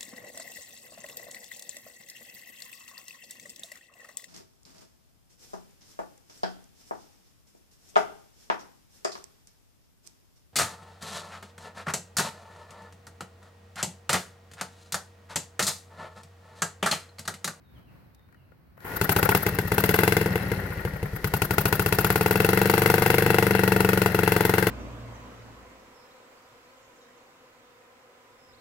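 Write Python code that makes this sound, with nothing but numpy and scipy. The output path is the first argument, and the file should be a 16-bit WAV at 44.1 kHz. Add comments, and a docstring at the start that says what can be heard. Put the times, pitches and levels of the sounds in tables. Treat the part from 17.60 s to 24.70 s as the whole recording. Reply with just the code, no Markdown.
"""A far bird whistles over light wind and small controls click; then a small single-cylinder four-stroke
bike is kick-started on a lawn, heard from above its handlebar. It catches, misses, nearly dies and picks
up to a fast idle. Each exhaust stroke rings decaying sines of the pipe and silencer and spits a noise jet;
the intake gulps noise about half a cycle later. Noise and short rings make the gears, case and valve gear."""
import sys
import numpy as np
from scipy import signal
from scipy.fft import rfft, irfft, next_fast_len
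from scipy.io import wavfile
from scipy.ndimage import uniform_filter1d

SR = 44100
rng = np.random.default_rng(int(sys.argv[2]) if len(sys.argv) > 2 else 0)


def log_audio(samples):
    """Write samples as a 16-bit WAV file to the path given in sys.argv[1]."""
    # one column per channel
    frames = np.atleast_2d(samples).T
    # limit to full scale, then quantise
    limited = np.clip(frames, -1, 1)
    pcm = np.round(limited * 32767).astype(np.int16)
    wavfile.write(sys.argv[1], SR, pcm)


N = 313110

# engine speed, from kick and catch through the near stall to idle: t/s, rate/(cycles per s)
SPEED = [(1.191, 0.0), (1.333, 13.649), (1.446, 11.798), (1.492, 13.755), (1.769, 17.733), (2.097, 14.781),
         (2.443, 22.98), (2.678, 21.1), (3.327, 11.293), (3.584, 8.554), (3.81, 12.948), (3.88, 9.709),
         (3.91, 13.445), (4.088, 13.906), (4.459, 17.215), (4.885, 23.488), (5.143, 24.711),
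         (5.665, 24.865), (6.024, 23.549), (6.259, 23.597), (6.722, 22.889), (7.1, 22.931)]
# how hard the charge burns: t/s, level/dB
BURN = [(1.41, -0.5), (1.69, 2.5), (2.0, 0), (2.25, 3), (2.55, 2), (2.64, -7), (2.76, -4.5), (3.43, -18.5),
        (3.65, -5), (4.0, 0.5), (4.4, -0.5), (4.9, 1), (5.85, 2.4), (6.05, 0.5), (7.1, 1.7)]
# how hard the carburettor draws: t/s, level/dB
DRAW = [(1.2, -8), (1.35, 2.5), (1.5, 9.5), (1.76, 5), (1.87, 4), (2.0, -7), (2.12, 6), (2.36, 6.5),
        (2.52, -9), (3.42, -16), (3.55, -3), (3.85, 2), (5.45, 3), (5.72, -11), (6.8, -3), (7.1, -1)]
# stretches where the charge fails to light and the piston only pumps air: start t/s, end t/s, thump level/dB
MISFIRES = [(1.3, 1.36, -10), (1.78, 1.83, -19), (1.9, 1.95, -2), (2.03, 2.08, -1), (2.68, 2.73, 0.5),
            (2.78, 2.89, -2.5), (2.95, 3.21, -4), (3.3, 3.38, -2.5), (3.49, 3.58, 0), (6.48, 6.52, -3.5)]
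# an unfired stroke: honk level/dB, crack level/dB, hiss level/dB
UNFIRED_DB = (-21.5, -34, -22.5)
# parts of a fired stroke, each:
# level/dB at the reference rate, slope/(dB per dB of burn), slope/(dB per dB of speed), slope/(dB per dB of draw)
THUMP_LAW = (0.78, 0.15, -0.53, -0.02)
HONK_LAW = (-1, 0.24, 0.94, 0.0059)
CRACK_LAW = (0.055, 0.94, 0.072, 0.0068)
HISS_LAW = (-0.23, 0.81, -0.43, 0.15)
# silencer and pipe resonances, relative levels:
# f/Hz, width/Hz, left level/dB, right level/dB, first swing (1 out, -1 in)
EXHAUST_MODES = [(55, 25, -40, -43, -1), (105, 37.2, -16.5, -19, 1), (135.2, 28, -21, -25, -1),
                 (150.9, 7.7, -26, -27, 1), (190.7, 8.4, -15.5, -18.5, -1), (347, 39, -18.5, -20, -1),
                 (442.2, 43, -14.5, -16.5, -1), (484, 125, -19.5, -31, -1), (717, 36, -25, -27, -1),
                 (888, 90, -24.5, -37, -1), (1455, 79, -11, -28.5, 1), (1523, 42.5, -11.5, -35, -1),
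                 (2000, 62, -15.5, -62, 1), (2704, 83, -22.5, -55, -1), (3396, 17, -49, -43, 1),
                 (5570, 68, -45, -59, 1)]
# slow drift of the exhaust resonances' pitch: t/s, pitch ratio from 250 Hz to 1 kHz, pitch ratio above 1 kHz
RESONANCE_DRIFT = [(1.4, 0.89, 1.005), (2.5, 0.99, 1.015), (3.3, 1.07, 1.05), (3.8, 0.92, 0.97),
                   (5.5, 1.036, 1.0114), (6.3, 0.97, 0.98), (7.1, 0.99, 1.026)]
# colour of the exhaust jet: f/Hz, relative level/dB per Hz
JET_SPECTRUM = [(200, -34), (420, -3), (900, 19.5), (1150, 7.5), (1500, 0.5), (2700, 8), (3400, -1),
                (4300, 1.5), (6500, -4.5), (8500, -3.5), (12000, 3.5), (16000, -0.5)]
# colour of the intake gulp: f/Hz, relative level/dB per Hz
INTAKE_SPECTRUM = [(150, 24), (400, 26.5), (1000, 19), (1500, 31), (2100, 8), (3200, 5.5), (4500, 9),
                   (7500, 3), (10000, 10), (13000, 23.5), (16000, 16)]
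# piston shaking the frame twice a cycle, with overtones: multiple of cycle rate, level/dB at the reference rate
SHAKE_ORDERS = [(2, -74.5), (4, -43), (6, -44.5)]
# colour of chain, cam and gears: f/Hz, relative level/dB per Hz
CLATTER_SPECTRUM = [(60, 15), (300, 15), (520, 8), (650, 3), (880, 4.5), (1150, 1), (1500, 1.5), (2000, 9),
                    (2400, -2), (3400, -7.5), (4200, -50), (7000, -64)]
# fine treble of gears and clicks: f/Hz, relative level/dB per Hz
SIZZLE_SPECTRUM = [(2500, 1), (4300, 9), (7000, 1.5), (9000, 0.5), (12500, 9), (16000, -2.5)]
# gear noise, each: level/dB at the reference rate, slope/(dB per dB of speed), slope/(dB per dB of draw)
CLATTER_LAW = (-31.5, 1.27, 0.0098)
SIZZLE_LAW = (-43.5, 0.95, 0.23)
# ringing of the cylinder head: f/Hz, width/Hz, relative level/dB
HEAD_MODES = [(826, 85, -10), (1590, 130, 4), (2140, 100, -3), (2680, 97, 0), (3970, 120, -10),
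              (4260, 190, -5), (5230, 170, -10), (10100, 260, -5)]
# ringing of the engine case: f/Hz, width/Hz, relative level/dB
CASE_MODES = [(347, 25, -10), (503, 190, -2.5), (760, 60, -1), (830, 160, -5), (1436, 51, 4),
              (1610, 200, -7), (1898, 80, -2), (1980, 70, -6), (2170, 580, -12)]
# kick-start ratchet and gears as the lever is pushed: t/s, level/dB
WHIRR_LEVEL = [(1.17, -61), (1.238, -54), (1.25, -36.5), (1.32, -37), (1.4, -53), (1.74, -45), (1.82, -66)]
# colour of the ratchet: f/Hz, relative level/dB per Hz
RATCHET_SPECTRUM = [(100, 13), (330, 7.5), (600, -4), (1000, 6.5), (1200, -2), (1480, -3), (2100, -1),
                    (3200, -11), (4500, -30), (8000, -20), (13000, -6), (16000, -8)]
# slack gear teeth knocking once a cycle:
# start t/s, end t/s, place in the cycle (fraction), first relative level/dB, last relative level/dB
BACKLASH = [(1.3, 1.733, 0.48, -33.5, -15), (2.89, 3.58, 0.27, -34, -31)]
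# clicks of the controls: t/s, relative level/dB, treble level/dB against it
CLICKS = [(0.5476, -54, 2), (0.5935, -52, -12), (0.687, -44, -25), (0.725, -40.5, -22), (0.7445, -41, -21),
          (0.918, -39.5, -31), (1.1763, -33, -27), (1.204, -35, -14)]
# two soft gusts, then a steady breeze: t/s, level/dB
WIND_LEVEL = [(0.08, -57), (0.188, -49.5), (0.246, -56), (0.354, -51), (0.556, -57)]
# colour of the wind: f/Hz, relative level/dB per Hz
AIR_SPECTRUM = [(15, -43), (25, -27), (59, 3), (154, -1), (427, -17), (1580, -23.5), (1860, -25.5),
                (2430, -29), (3730, -39), (4040, -33.5), (7090, -47.5), (8780, -45), (15000, -36)]
# whistles of the far bird: t/s, length/s, start f/Hz, end f/Hz, relative level/dB
BIRD_WHISTLES = [(0.01, 0.11, 3900, 3500, -69), (0.14, 0.055, 3500, 2750, -62),
                 (0.26, 0.055, 3000, 2380, -65), (0.505, 0.15, 3750, 3640, -72),
                 (0.72, 0.14, 3150, 2450, -72)]

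REFERENCE_RATE = 24  # cycles per second, the 0 dB point of engine speed
BOOM_PER_SPEED_DB = 1.35  # the silencer's long boom builds with speed, fired or not: dB per dB
TICKS_PER_CYCLE = 9
TICK_DB, TICK_PER_SPEED_DB, TICK_SCATTER_DB = -40.5, 2.2, 3  # at the reference rate; dB per dB; spread
TOP_HZ = 15950  # the microphone's band limit


def amp(db):
    """Decibels to gain."""
    return 10 ** (np.asarray(db) / 20)


def unit(x):
    """Scale to rms 1."""
    return x / np.sqrt(np.mean(x ** 2) + 1e-20)


def curves(rows, at):
    """Read each column after the time at the given times, joined by straight lines."""
    s, *columns = np.transpose(rows)
    return np.array([np.interp(at, s, column) for column in columns])


def speed_db(at):
    """Engine speed at the given times, in dB over the reference rate."""
    return 20 * np.log10(np.maximum(curves(SPEED, at)[0] / REFERENCE_RATE, 1e-6))


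def filtered(x, response):
    """Multiply the spectrum of x by a response of frequency."""
    m = next_fast_len(N + 8192)
    return irfft(rfft(x, m) * response(np.fft.rfftfreq(m, 1 / SR)), m)[..., :N]


def noise(spectrum, grain_db=0, apart_hz=900):
    """Stereo noise of rms 1, alike on both sides in the bass; grain_db breaks it into millisecond grains."""
    f, db = np.transpose(spectrum)
    grains = np.repeat(rng.standard_normal(N // 40 + 1), 40)[:N]
    white = rng.standard_normal((2, N)) * amp(grain_db * grains)

    def mid_side_response(hz):
        colour = amp(np.interp(np.log(hz + 1), np.log(f), db))
        return colour * [np.ones_like(hz), hz / np.hypot(hz, apart_hz)]

    mid, side = filtered(white, mid_side_response)
    return unit(np.array([mid + side, mid - side]))


def decaying_sines(hz, width, t):
    """One ring per resonance; a wider resonance dies sooner."""
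    return np.exp(-np.pi * width[:, None] * t) * np.sin(2 * np.pi * hz[:, None] * t)


def pan(left_db):
    """Gains of the two channels, the left one louder by left_db."""
    return amp([[left_db / 2], [-left_db / 2]])


def add(track, s, sound):
    """Mix a sound in at time s."""
    part = track[..., max(round(s * SR), 0):][..., :sound.shape[-1]]
    part += sound[..., :part.shape[-1]]


def strokes():
    """One row per engine cycle, (s, thump, honk, crack, hiss, intake in dB), set by burn, speed and draw."""
    t = np.arange(round(SPEED[0][0] * SR), N) / SR
    turns = np.cumsum(curves(SPEED, t)[0]) / SR
    times = np.interp(np.arange(1, int(turns[-1]) + 1), turns, t)
    burn_db, draw_db = curves(BURN, times)[0], curves(DRAW, times)[0]
    controls = np.array([np.ones_like(times), burn_db, speed_db(times), draw_db])
    fired_db = np.array([THUMP_LAW, HONK_LAW, CRACK_LAW, HISS_LAW]) @ controls
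    levels = np.vstack([fired_db, draw_db]).T
    for start, end, thump_db in MISFIRES:
        levels[(times > start) & (times < end), :4] = (thump_db, *UNFIRED_DB)
    # no two strokes are alike: one draw each moves all five levels, the hiss most
    levels += rng.standard_normal((len(times), 1)) * [.3, .35, .8, 1.5, 1]
    return np.column_stack([times, levels])


def exhaust(cycles, scatter_db=1.5, detune=.006):
    """Each blow-down rings the silencer and pipe; a harder burn reaches the higher resonances."""
    out, t = np.zeros((2, N)), np.arange(SR // 5) / SR
    hz, width, left_db, right_db, swing = np.transpose(EXHAUST_MODES)
    in_pipe = hz > 250
    boom = (hz > 165) & ~in_pipe
    for s, thump_db, honk_db, crack_db, _, _ in cycles:
        # the high resonances vary most from stroke to stroke
        chance = rng.standard_normal((2, len(hz))) * np.minimum(hz / 1400, 1)
        db = np.interp(hz, [200, 330, 520, 900], [thump_db, honk_db, honk_db, crack_db])
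        db = db + boom * BOOM_PER_SPEED_DB * speed_db(s) + scatter_db * chance[1]
        low_ratio, high_ratio = curves(RESONANCE_DRIFT, s)
        drift = np.select([hz > 1000, in_pipe], [high_ratio, low_ratio], 1)
        rings = decaying_sines(hz * drift * (1 + detune * chance[0]), width, t)
        gains = np.sign(swing) * amp(np.array([left_db, right_db]) + db)
        add(out, s + .0005, gains @ rings)
    return out


def bounce(x, delay=.00231, share=.6):
    """The silencer's outlet is low: the ground sends a second copy up just after the first."""
    return filtered(x, lambda hz: 1 + share * np.exp(-2j * np.pi * hz * delay))


def piped(x, pipe_hz=678, reflection=0.19):
    """Sound runs to and fro in the tailpipe, which favours multiples of its own note."""
    return filtered(x, lambda hz: 1 / (1 - reflection * np.exp(-2j * np.pi * hz / pipe_hz)))


def gas(cycles, rise=0.00083, decay=0.005, tail=0.035, tail_db=-14, intake_phase=0.45, intake_width=0.075):
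    """A jet spits as the exhaust valve opens; about half a cycle later the carburettor gulps air."""
    # rise, decay and tail in seconds; intake phase and width in cycles
    spit, gulp, t = np.zeros(N), np.zeros(N), np.arange(SR // 8) / SR
    last_end = cycles[-1, 0] + 1 / SPEED[-1][1]
    periods = np.minimum(np.diff(cycles[:, 0], append=last_end), .075)
    burst = (1 - np.exp(-(t / rise) ** 2)) * (np.exp(-t / decay) + amp(tail_db) * np.exp(-t / tail))
    for (s, *_, hiss_db, intake_db), period in zip(cycles, periods):
        add(spit, s - .0002, amp(hiss_db) * burst)
        swell = np.exp(-((t / period - intake_phase) / intake_width) ** 2 / 2)
        add(gulp, s, amp(intake_db) * swell)
    jet = amp(-20.0) * piped(spit * noise(JET_SPECTRUM, grain_db=-0.5, apart_hz=1510)) * pan(3.3)
    intake = amp(-28.5) * gulp * noise(INTAKE_SPECTRUM, grain_db=0.5) * pan(6.6)
    return jet + intake


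def shake(cycles, growth=0.13):
    """The unbalanced piston hums through the frame, more strongly as the engine speeds up."""
    t = np.arange(N) / SR
    times = np.append(cycles[:, 0], cycles[-1, 0] + 1 / SPEED[-1][1])
    turns = np.interp(t, times, np.arange(len(times)))
    rate = np.abs(uniform_filter1d(np.gradient(turns) * SR, size=2000))
    hum = sum(amp(db) * np.sqrt(2) * np.sin(2 * np.pi * round(order) * turns) for order, db in SHAKE_ORDERS)
    return hum * (rate / REFERENCE_RATE) ** growth * pan(3.0)


def case(f):
    """Response of the engine case: a sum of its resonances with alternating sign."""
    return sum((-1) ** k * amp(db) * 1j * f * width / (centre * centre - f * f + 1j * f * width)
               for k, (centre, width, db) in enumerate(CASE_MODES))


def cased(x, ring_db=11):
    """Noise from inside the engine, coloured by the ringing case; rms 1."""
    return unit(filtered(x, lambda f: np.hypot(1, amp(ring_db) * np.abs(case(f)))))


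def gears():
    """Chain, cam and gears keep up a grainy clatter between the firings, louder with speed."""
    t = np.arange(N) / SR
    controls = np.array([np.ones(N), speed_db(t), curves(DRAW, t)[0]])
    clatter_db, sizzle_db = np.array([CLATTER_LAW, SIZZLE_LAW]) @ controls
    clatter = amp(clatter_db) * cased(noise(CLATTER_SPECTRUM, grain_db=2.5, apart_hz=1450)) * pan(4.6)
    sizzle = amp(sizzle_db) * noise(SIZZLE_SPECTRUM, grain_db=0.5) * pan(0.91)
    return clatter + sizzle


def ticks(cycles):
    """Loose tappets and chain links tap the cylinder head at random, each with a colour of its own."""
    out, t = np.zeros((2, N)), np.arange(SR // 40) / SR
    hz, width, db = np.transpose(HEAD_MODES)
    places = rng.uniform(0, len(cycles) - 1, len(cycles) * TICKS_PER_CYCLE)
    times = np.interp(places, np.arange(len(cycles)), cycles[:, 0])
    rings = decaying_sines(hz, width, t)
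    scatter = TICK_SCATTER_DB * rng.standard_normal(len(times))
    levels = TICK_DB + TICK_PER_SPEED_DB * speed_db(times) + scatter
    colours = rng.standard_normal((len(times), 2, len(hz)))
    for s, level, colour in zip(times, levels, colours):
        add(out, s, amp(level + db) * colour @ rings)
    return out * pan(14.0)


def whirr():
    """The kick-start ratchet and gears whirr as case-coloured noise that swells and fades with the kick."""
    t = np.arange(N) / SR
    engaged = (t > WHIRR_LEVEL[0][0]) & (t < WHIRR_LEVEL[-1][0])
    level = engaged * amp(curves(WHIRR_LEVEL, t)[0])
    return level * cased(noise(RATCHET_SPECTRUM, grain_db=3.5)) * pan(5.2)


def backlash(cycles):
    """List (s, relative dB) for each knock of the gear teeth across their slack."""
    times = cycles[:, 0]
    return [(s + place * period, np.interp(s, [start, end], [first_db, last_db]))
            for start, end, place, first_db, last_db in BACKLASH
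            for s, period in zip(times, np.diff(times)) if start < s < end]


def knocks(cycles, gear_decay=0.0068, click_decay=0.0035):
    """Slack gears and controls strike the engine case with decaying noise; the clicks add bare treble."""
    # decays in seconds
    force, snap, t = np.zeros(N), np.zeros(N), np.arange(SR // 10) / SR
    for s, db in backlash(cycles):
        add(force, s, amp(db + 17.0) * np.exp(-t / gear_decay))
    for s, db, treble_db in CLICKS:
        add(force, s, amp(db + 4) * np.exp(-t / click_decay))
        add(snap, s, amp(db + treble_db - 2.5) * np.exp(-t / click_decay))
    rattle = filtered(force * rng.standard_normal((2, N)), case) * pan(9.9)
    return rattle + snap * noise(SIZZLE_SPECTRUM)


def bird(warble=0.017):
    """A far bird's gliding, quivering sine whistles, blurred by trees as a decaying noise echo."""
    song = np.zeros(N)
    quiver = 1 + warble * unit(uniform_filter1d(rng.standard_normal(SR), size=120))
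    for s, length, start_hz, end_hz, db in BIRD_WHISTLES:
        hz = np.linspace(start_hz, end_hz, int(length * SR))
        phase = 2 * np.pi * np.cumsum(hz * quiver[:len(hz)]) / SR
        add(song, s, amp(db) * np.hanning(len(hz)) * np.sin(phase))
    t = np.arange(SR // 2) / SR
    trees = rng.standard_normal((2, len(t))) * amp(-60 * t / 0.48)  # falls 60 dB in 0.48 s
    trees = trees / np.linalg.norm(trees[0])
    blurred = signal.fftconvolve(song[None], trees, axes=1)[:, :N]
    return .5 * song + 1.1 * blurred


def wind():
    """Light wind: bass-heavy noise that swells in two soft gusts, then holds steady."""
    return amp(curves(WIND_LEVEL, np.arange(N) / SR)[0]) * noise(AIR_SPECTRUM, apart_hz=164)


def scene():
    """The bike on the lawn, with bird and wind behind it."""
    cycles = strokes()
    engine = amp(-0.5) * bounce(exhaust(cycles)) + gas(cycles) + shake(cycles) + gears() + ticks(cycles)
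    return engine + whirr() + knocks(cycles) + bird() + wind()


def record(dry, low_hz=48):
    """The microphone sheds deep bass, rounds off the highest peaks and keeps nothing above its band limit."""
    thin = filtered(dry, lambda hz: (hz / low_hz) ** 2 / np.sqrt(1 + (hz / low_hz) ** 4))
    rounded = thin / (1 + np.abs(thin) ** 6) ** (1 / 6)
    return filtered(rounded, lambda hz: hz < TOP_HZ)


dry = scene()
out = record(dry)
log_audio(out)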